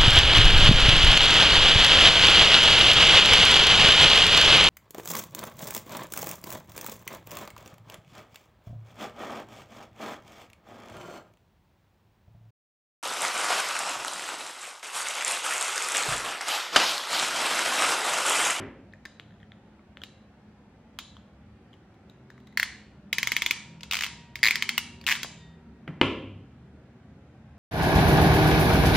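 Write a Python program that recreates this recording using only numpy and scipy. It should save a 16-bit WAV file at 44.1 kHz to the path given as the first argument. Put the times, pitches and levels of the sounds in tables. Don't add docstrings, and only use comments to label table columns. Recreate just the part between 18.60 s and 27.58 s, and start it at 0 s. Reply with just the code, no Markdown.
import sys
import numpy as np
from scipy import signal
from scipy.fft import rfft, irfft
from scipy.io import wavfile
from scipy.ndimage import uniform_filter1d

SR = 44100
rng = np.random.default_rng(int(sys.argv[2]) if len(sys.argv) > 2 else 0)


def master(y):
    cut = np.clip(np.atleast_2d(y).T, -1, 1)
    pcm = np.round(cut * 32767)
    wavfile.write(sys.argv[1], SR, pcm.astype(np.int16))


N = 396018
LEAD = 4410

# frequency in Hz, relative density in dB.
AIR_COLOUR = [(12, -30.5), (20, -24), (32, -20.5), (48, -25.5), (62, -4.5), (125, -4), (211, -3),
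              (302, -10.5), (386, -15), (632, -19), (766, -18.5), (1090, -25.5), (1480, -25), (2560, -33),
              (3190, -37), (4680, -44), (8500, -54.5), (12000, -66)]
# time in seconds, lift in dB near 71 Hz, lift in dB near 170 Hz.
RUMBLE_SWELL = [(0.0, 0.5, -3.5), (8.98, 15, 0.5)]
# centre and width in Hz, start and end in seconds, level in dB.
DRONES = [(70, 5.9, 2.5, 10, -71), (109, 5, -11, 10, -68), (209, 0.91, -6, 8.1, -60.5),
          (130.35, 3, 5, 5, -61), (164.6, 3.4, 5, 7.9, -58.5), (234.4, 2.7, 5.5, 10, -57.5),
          (381.5, 2.3, 3, 9.4, -68.5), (229.7, 4, 8.5, 7, -54.5), (197.5, 3.97, 9.5, 10, -54),
          (129.45, 3.6, 3.5, 10, -59.5)]
# frequency in Hz, difference of the ports against their sum in dB.
AIR_WIDTH = [(60, -32.5), (110, -36), (200, -33), (380, -12.5), (700, -16.5), (1290, -9), (2380, -3),
             (4400, 1), (8120, 4.5), (15000, 18)]
PORT_WIDTH = [(60, -22), (110, -28.5), (200, -30.5), (380, -20.5), (700, -20), (1290, -19.5), (2380, -13),
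              (4400, -3.5), (8120, 4), (11500, 6), (15000, -5.5)]
# delay in seconds, level in dB.
ECHOES = [(.0028, -19), (.009, -18), (0.0118, -23.5), (0.02, -25)]
# frequency in Hz, t60 in seconds, relative level in dB.
ROOM_TAIL = [(45, 0.55, -21), (100, 1, -2.5), (297, 0.8, 4), (790, 0.58, 6.5), (1500, 0.5, 2),
             (2120, 0.56, 0), (3000, .63, 1), (5600, 0.47, 5.5), (7800, 0.49, 4.5), (9700, 0.38, 5),
             (11500, 0.18, -5), (14380, 0.12, -12.5)]
# frequency in Hz, relative level in dB, t60 in seconds.
BOARD_MODES = [(64.7, -30.5, 0.87), (99.45, -19, 1), (155, -13, 0.28), (266.4, -14.5, 0.11),
               (275.2, -17.5, 0.3), (297, 15, 0.015), (334, -13, 0.099), (392, -9, 0.049), (515, -7, 0.088)]
FRAME_MODES = [(961, 5, 0.016), (1220, 9.5, 0.011), (1442, 4, 0.01), (2180, 5.5, 0.013), (2470, 15, 0.0066),
               (2947, 17.5, .007), (3300, 3, .004), (3554, -10.5, 0.0116), (3980, -10, 0.016),
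               (4450, -10, 0.017), (5470, -19, 0.0114), (6860, -22, 0.011), (7930, -21.5, 0.0083)]
SPRING_MODES = [(947.5, 0.3, 2.6), (1890, 0.3, 2.2), (3644, 0.3, 1.0), (2805, -12, .9), (4151, -12, .9),
                (4673, -10, .9)]
PLUG_MODES = [(3450, 6, .007), (3900, 5, .009), (4080, -4.5, .007), (5340, -10, .006), (6200, -2.5, 0.007),
              (6880, -3.5, .008), (7800, -12.5, .008)]
JAW_MODES = [(3330, -6.5, 0.066), (3760, -3.5, 0.015), (4460, -10.5, 0.024), (4990, -10.5, 0.014),
             (6280, -1.5, 0.0051), (7170, -2.5, 0.008)]
# frequency in Hz, relative level in dB.
CLACK_COLOUR = [(600, -21.5), (930, -3), (1300, -3.5), (1750, -12), (2200, -0.5), (2700, 0), (3050, -1),
                (3400, -9.5), (3900, -18.5), (6000, -34.5), (10000, -46)]
CLATTER_COLOUR = [(200, -30), (450, -11.5), (660, 1), (900, 1.5), (1200, 1.5), (2000, 5), (3000, -6.5),
                  (4000, -21), (8000, -38.5)]
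CRACK_COLOUR = [(150, -27), (600, -27.5), (1000, -8.5), (1500, -9), (2200, -2), (3000, -2.5), (5000, -8.5),
                (7500, -15), (8800, -24.5), (16000, -36)]
TICK_COLOUR = [(7000, -45), (9000, -14.5), (10500, -6), (12300, -5.5), (14300, -0.5), (15600, -3),
               (16200, -32)]
# start in seconds, then board, thud, frame and clatter in dB.
KNOCKS = [(-.03, -22, -46, -49, -13.5), (7.277, -35.5, -28, -47.5, -24.5),
          (7.4133, -12.5, -45.5, -10.5, -10)]
# start in seconds, then fundamental, octave and upper modes in dB.
JOLTS = [(4.529, -56.5, -59.5, -75.5), (4.64, -52, -54, -77.5), (4.82, -51, -60.5, -89),
         (4.91, -58, -76, -72.5), (5.44, -54.5, -45, -61), (5.91, -55, -59.5, -72),
         (6.182, -58.5, -50.5, -70.5), (6.52, -60, -56.5, -46)]
# time in seconds, gain of the spring's overtones in dB.
HAND_TURN = [(6.66, -14), (6.74, -11), (6.83, 4.5), (6.95, 1.5), (7.04, -14), (7.17, 2.5), (7.26, -6.5)]
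# start in seconds, level in dB, first and second ring in Hz,
# second ring and crack in relative dB, swell of the first ring in ms.
TAPS = [(0.326, -56, 1520, 3700, 6, -18, 0.56), (.335, -38.5, 1820, 2390, -14, -18, 2),
        (0.453, -30.5, 1950, 4300, -11, -8, 0.9), (0.4563, -31.5, 1740, 4860, -12, -10, 2.05),
        (0.5976, -30, 1880, 3330, -2.5, -18.5, 0.48), (.707, -51, 1730, 3300, -8, -16, 1.3),
        (.722, -55, 1800, 3400, -9, -16, 1.7), (.74, -58, 1690, 3470, -4, -12, 1.3),
        (0.801, -54, 1930, 3400, -4, -11, 1.3), (.813, -56, 1900, 3400, -3, -16, 1.2),
        (.829, -44.5, 1810, 3170, -8, -20, 1.7), (0.919, -39.5, 1900, 3470, -2, -22, 0.84),
        (1.193, -52, 1170, 2200, -4, -21, 1.6), (1.3714, -33, 1820, 3130, -3, -21, 0.59),
        (1.417, -38.5, 1500, 3230, 2.5, -9, 1.5), (1.4357, -33, 1770, 3200, 8, -1, 0.95),
        (2.388, -37.5, 1920, 3300, 5, 11.5, 0.98), (2.567, -41.5, 1200, 3230, -2.5, -14, 1.2),
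        (3.13, -59.5, 1700, 3180, 11, -1, 2.4), (3.138, -55, 2100, 3000, 2, -4, 1.6),
        (3.342, -67, 1400, 3420, -1, 4, 1), (3.497, -55, 1260, 3890, 7, 2, 1.5),
        (3.702, -39.5, 1740, 4840, -23, -9.5, 1.7), (3.778, -48, 1990, 1200, -2, -12, 1.7),
        (3.8013, -61, 1930, 3300, 0, 3, 1.2), (3.871, -52.5, 2020, 3800, -5, 2.5, 3.5),
        (3.925, -51.5, 2000, 3930, -10, -6, 2.8)]
# start in seconds; jaw modes, crack,
# tick and push in dB; third ring in Hz and dB; swell of the first ring in ms; lingering mode in Hz and dB.
CLICK_TONES = [(3.9, -23.5, -6.5, -13, -30, 1560, -11, 1.49, 4280, -26.5),
               (4.5, -12, -3, -12, -19.5, 6070, -16.5, 1.32, 3000, -24.5),
               (5.15, -24.5, 1, -21, -38.5, 4200, -12, 0.81, 3516, -31.5),
               (5.3, -20, 1, -11, -41.5, 1290, -13.5, 1.07, 3000, -26),
               (5.7, -26, -2.5, -13, -38, 4900, -13.5, 1.23, 2180, -22.5),
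               (5.82, -19.5, -8, -16.5, -28.5, 3350, -17, 1.37, 4878, -31.5),
               (5.94, -19.5, -1.5, -12, -30.5, 4380, -11, 1.4, 4410, -32),
               (6.15, -16, -1, -4.5, -27, 1120, -12, 1.3, 2900, -29.5),
               (6.4, -25.5, -2, -12.5, -46, 1150, -14.5, 1.22, 4078, -39),
               (6.6, 6, 9.5, 2, -7, 1530, -11, 1.4, 3280, -32),
               (6.64, -30, -0.5, -30, -9, 600, -0.5, 1.9, 3300, -37)]
# start in seconds, level in dB, first and second ring in Hz,
# second ring in relative dB.
TEETH = [(3.973, -10.5, 1950, 4470, -12), (3.997, -10.5, 1960, 4330, -14.5), (4.029, -12, 2020, 3240, -10),
         (4.5286, -12, 2160, 3200, -7), (4.583, -12, 2040, 3000, -23), (4.6295, -13.5, 2100, 3020, -12.5),
         (4.6718, -13, 2100, 3460, -14), (4.7183, -12, 2110, 3540, -19.5), (4.765, -12, 2210, 3200, -9.5),
         (4.82, -13, 2230, 3560, -8.5), (4.8618, -12.5, 2190, 3470, -3.5), (4.909, -10, 2260, 3720, -13.5),
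         (5.2077, -39.5, 2530, 5000, -3.5), (5.2319, -28, 2670, 3600, -2.5), (5.311, -18, 2730, 3900, -4.5),
         (5.323, -21, 2530, 3500, -0.5), (5.3331, -16.5, 2210, 3180, -5.5), (5.3425, -20, 2160, 3060, -1),
         (5.3529, -18.5, 2540, 3420, -8.5), (5.368, -20, 2440, 3160, -5.5), (5.389, -23, 2280, 2940, -7.5),
         (5.408, -19.5, 2000, 3000, -4.5), (5.422, -21, 2220, 2980, -6), (5.4357, -18.5, 2200, 3080, -3.5),
         (5.443, -21, 2170, 3250, -5.5), (5.4519, -30, 2450, 3200, -6.5), (5.4637, -27, 1990, 3140, -7.5),
         (5.7557, -23, 2180, 3540, -8.5), (5.79, -40, 2500, 1900, -3), (5.8303, -6, 2090, 4730, -10),
         (5.837, -6, 2040, 4760, -8), (5.8459, -9, 2200, 4130, -7.5), (5.8548, -7.5, 2020, 4660, -10.5),
         (5.864, -9.5, 2100, 4070, -6), (5.872, -9, 2170, 4120, -9.5), (5.8837, -8, 2270, 2900, -13.5),
         (5.9082, -7.5, 2220, 4120, -14.5), (5.9557, -15.5, 1980, 5300, -7.5),
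         (6.0229, -14, 2160, 3040, -4), (6.091, -13, 2190, 3180, -7), (6.1788, -12, 2740, 2130, -2),
         (6.4127, -40.5, 2580, 4570, 0.5), (6.44, -39.5, 1710, 3300, -4),
         (6.4655, -14.5, 2720, 4000, -10.5), (6.4716, -17.5, 2610, 4040, -12),
         (6.4783, -15.5, 1870, 2600, -5), (6.487, -13, 1940, 2660, -11), (6.4957, -17, 2070, 2780, -9.5),
         (6.502, -18, 2060, 2900, -9), (6.509, -16.5, 1940, 2680, -10.5), (6.514, -15, 2480, 1870, 2),
         (6.5166, -18, 2060, 3130, -7.5), (6.5201, -18.5, 2070, 3330, -9.5),
         (6.5232, -14, 2350, 1810, -2.5), (6.532, -24, 3000, 2092, -5), (6.54, -27, 2200, 3200, -10),
         (6.5523, -24, 1960, 3597, -3.5), (6.56, -33, 1780, 3000, -19), (6.566, -32.5, 1707, 3000, -17.5),
         (6.631, -29.0, 3280, 4300, -17), (6.645, -33.5, 1103, 1690, 0)]


def amp(db):
    return 10 ** (np.asarray(db) / 20)


def curve(points, hz, column=1):
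    table = np.transpose(points)
    return np.interp(np.log(hz + 1), np.log(table[0] + 1), table[column])


def coloured(x, points):
    size = x.shape[-1]
    return irfft(rfft(x) * amp(curve(points, np.fft.rfftfreq(size, 1 / SR))), size)


def add(mix, s, sound):
    part = mix[:, LEAD + round(s * SR):][:, :sound.shape[1]]
    part += sound[:, :part.shape[1]]


def modes(table, seconds, rise_s):
    t = np.arange(round(seconds * SR)) / SR
    ringing = sum(amp(db - 60 * t / t60) * np.sin(2 * np.pi * hz * t) for hz, db, t60 in table)
    return ringing * (1 - np.exp(-t / rise_s))


def damped_ring(t, hz, rise_s, phase):
    u = t / rise_s
    return (u * np.exp(1 - u)) ** 4.57 * np.sin(2 * np.pi * (hz * t + phase))


def wall_pulse(sound, colour, delay_samples):
    pulse = coloured(signal.unit_impulse(sound.shape[-1], delay_samples), colour)
    return pulse * np.linalg.norm(sound) / np.linalg.norm(pulse)


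def burst(noise, colour, decay_s, rise_s):
    t = np.arange(noise.shape[1]) / SR
    close = coloured(noise, colour)
    close = close / np.std(close[0]) / 2 * (1 - np.exp(-t / rise_s)) ** 2 * np.exp(-t / decay_s)
    far = wall_pulse(close, colour, 128) / np.sqrt(2)
    return np.array([close[0], coloured(close[1], PORT_WIDTH), far])


def room_tone(level_db=-46):
    frames, hz = N // 1024 + 6, np.fft.rfftfreq(4096, 1 / SR)
    t = np.arange(frames) * 1024 / SR
    sum_re, sum_im, side_re, side_im, patches = rng.standard_normal((frames, 2049, 5)).T
    patches = uniform_filter1d(uniform_filter1d(patches, 3, 0), 8, 1)
    steady_db = curve(AIR_COLOUR, hz)
    field_db = steady_db[:, None] + 2.4 * patches / patches.std()
    s, low_db, middle_db = np.transpose(RUMBLE_SWELL)
    for centre_hz, octaves, db in ((71, 0.12, low_db), (170, 1, middle_db)):
        band = np.exp(-(np.log2((hz + 1) / centre_hz) / octaves) ** 2)
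        field_db += np.outer(band, np.interp(t, s, db))
    side = (side_re + 1j * side_im) * amp(curve(AIR_WIDTH, hz))[:, None]
    spectra = np.array([sum_re + 1j * sum_im, side]) * amp(field_db)
    air = signal.istft(spectra, nperseg=4096, noverlap=3072)[1][:, :N]
    return amp(level_db) * air / (2 * np.linalg.norm(amp(steady_db)))


def drones(fade_s=0.13):
    t, hz, out = np.arange(N) / SR, np.fft.rfftfreq(N, 1 / SR), np.zeros(N)
    for centre_hz, width_hz, start, end, db in DRONES:
        band = irfft(rfft(rng.standard_normal(N)) / (1 + (2 * (hz - centre_hz) / width_hz) ** 2), N)
        fade = np.clip(np.minimum(t - start, end - t) / fade_s, 0, 1)
        out += amp(db) * band / band.std() * fade
    return out


def room(blows, wet_db):
    size, near = blows.shape[1], np.zeros(SR // 20)
    for s, db in ECHOES:
        near[round(s * SR)] = amp(db)
    out = signal.oaconvolve(blows[:2], near[None])[:, :size]
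    turn = 2 * np.pi * 2.3 * np.arange(size) / SR
    onset = np.clip(np.arange(SR) / SR / 0.0081 - .3, 0, 1)
    for k in range(3):
        hz, t, bands = signal.stft(rng.standard_normal((2, SR)), SR, nperseg=256)
        bands *= amp(curve(ROOM_TAIL, hz, column=2)[:, None] - 60 * t / curve(ROOM_TAIL, hz)[:, None])
        tail = signal.istft(bands, SR, nperseg=256)[1][:, :SR] * onset
        tail = np.array([tail[0], amp(-1) * coloured(tail[1], PORT_WIDTH)]) / np.sqrt(SR / 20)
        send = blows[2] * np.sqrt(2 / 3) * np.cos(turn + k * np.pi / 3)
        out += amp(wet_db) * signal.fftconvolve(send[None], tail, axes=1)[:, :size]
    return out


def desk_knocks():
    mix = np.zeros((3, N + LEAD))
    board = modes(BOARD_MODES, seconds=1, rise_s=0.00245)
    thud = damped_ring(np.arange(4096) / SR, hz=158, rise_s=0.02, phase=0)
    frame = modes(FRAME_MODES, seconds=.05, rise_s=0.0014)
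    frame_far = amp(-0.5) * wall_pulse(frame, CLACK_COLOUR, 256)
    for s, board_db, thud_db, frame_db, clatter_db in KNOCKS:
        clatter = burst(rng.standard_normal((2, 2048)), CLATTER_COLOUR, decay_s=0.0042, rise_s=0.00074)
        add(mix, s, amp(board_db) * np.outer([-1, -.03, 1], board))
        add(mix, s, amp(thud_db) * np.outer([1, .03, 1], thud))
        add(mix, s, amp(frame_db) * np.array([frame, 0.15 * frame, frame_far]))
        add(mix, s, amp(clatter_db) * clatter)
    return mix


def spring():
    mix = np.zeros((2, N + LEAD))
    groups = SPRING_MODES[:1], SPRING_MODES[1:2], SPRING_MODES[2:]
    ends = [row[0] for row in JOLTS[1:]] + [N / SR]
    for (s, *levels), end in zip(JOLTS, ends):
        low, octave, upper = (amp(db) * modes(group, end - s, 0.0054) for db, group in zip(levels, groups))
        release = np.minimum(np.arange(len(low))[::-1] / 200, 1)
        add(mix, s, np.array([low, octave + upper]) * release)
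    fundamental, overtones = mix[:, LEAD:]
    return fundamental + overtones * amp(np.interp(np.arange(N) / SR, *np.transpose(HAND_TURN)))


def click(hz, second_hz, second_db, table, modes_db, crack_db, tick_db, push_db,
          third_hz, third_db, rise_ms, linger_hz, linger_db, pan_db):
    t, body_t, rise_s = np.arange(2048) / SR, np.arange(8192) / SR, rise_ms / 1000
    noise, phase = rng.standard_normal((4, 2048)), rng.random(3)
    side = (amp(pan_db) - 1) / (amp(pan_db) + 1)
    first = damped_ring(t, hz, rise_s, phase[0])
    second = amp(second_db) * damped_ring(t, second_hz, 1.1 * rise_s, phase[1])
    third = amp(third_db) * damped_ring(t, third_hz, 1.2 * rise_s, phase[2])
    push = amp(push_db) * damped_ring(t, hz=330, rise_s=0.0013, phase=phase[0])
    crack = amp(crack_db) * burst(noise[:2], CRACK_COLOUR, decay_s=0.0044, rise_s=0.00036)
    tick = amp(tick_db) * burst(noise[2:], TICK_COLOUR, decay_s=0.0028, rise_s=0.00036)
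    attack = crack + tick + np.outer([1, side, 0], first + push)
    attack += np.outer([1, side, amp(-5.5)], second + third)
    attack[2] += amp(-2.5) * damped_ring(t, hz, .8 * rise_s, phase[0])
    uneven = [(mode_hz * (1 + .006 * rng.standard_normal()), db + 2 * rng.standard_normal(), t60)
              for mode_hz, db, t60 in table]
    body = amp(modes_db) * modes(uneven, 8192 / SR, rise_s=0.00071)
    linger = modes([(linger_hz, linger_db, 0.11)], 8192 / SR, rise_s=.0012)
    far = amp(5) * body * np.exp(-body_t / 0.0067) + amp(-4.5) * linger
    sound = np.array([body + linger, side * (body + linger), far])
    sound[:, :len(t)] += attack
    return sound


def plug_taps():
    mix = np.zeros((3, N + LEAD))
    for s, db, *rings, crack_db, rise_ms in TAPS:
        tap = click(*rings, PLUG_MODES, modes_db=crack_db - 3, crack_db=crack_db,
                    tick_db=1.2 * crack_db - 10.5, push_db=-14.5, third_hz=1166, third_db=crack_db - 6.5,
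                    rise_ms=rise_ms, linger_hz=3700, linger_db=crack_db - 17, pan_db=1.8)
        add(mix, s, amp(db) * tap)
    return mix


def ratchet():
    mix = np.zeros((3, N + LEAD))
    for s, db, *rings in TEETH:
        tone = [row for start, *row in CLICK_TONES if start <= s][-1]
        add(mix, s, amp(db) * click(*rings, JAW_MODES, *tone, pan_db=1.7))
    return mix


def scene():
    tool, desk = ratchet() + plug_taps(), desk_knocks()
    walls = room(tool + 1.325 * desk, wet_db=-8)
    mid, side = ((tool + desk)[:2] + walls)[:, LEAD:] + room_tone()
    mid += spring() + drones()
    return np.array([mid + side, mid - side])


def record(dry):
    bass_cut_hz, top_hz = 16, 16850
    lean = signal.sosfilt(signal.butter(2, bass_cut_hz, "high", fs=SR, output="sos"), dry)
    band_limit = signal.firwin(511, top_hz, window=("kaiser", 9), fs=SR)
    return signal.oaconvolve(lean, band_limit[None], "same")


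dry = scene()
out = record(dry)
master(out)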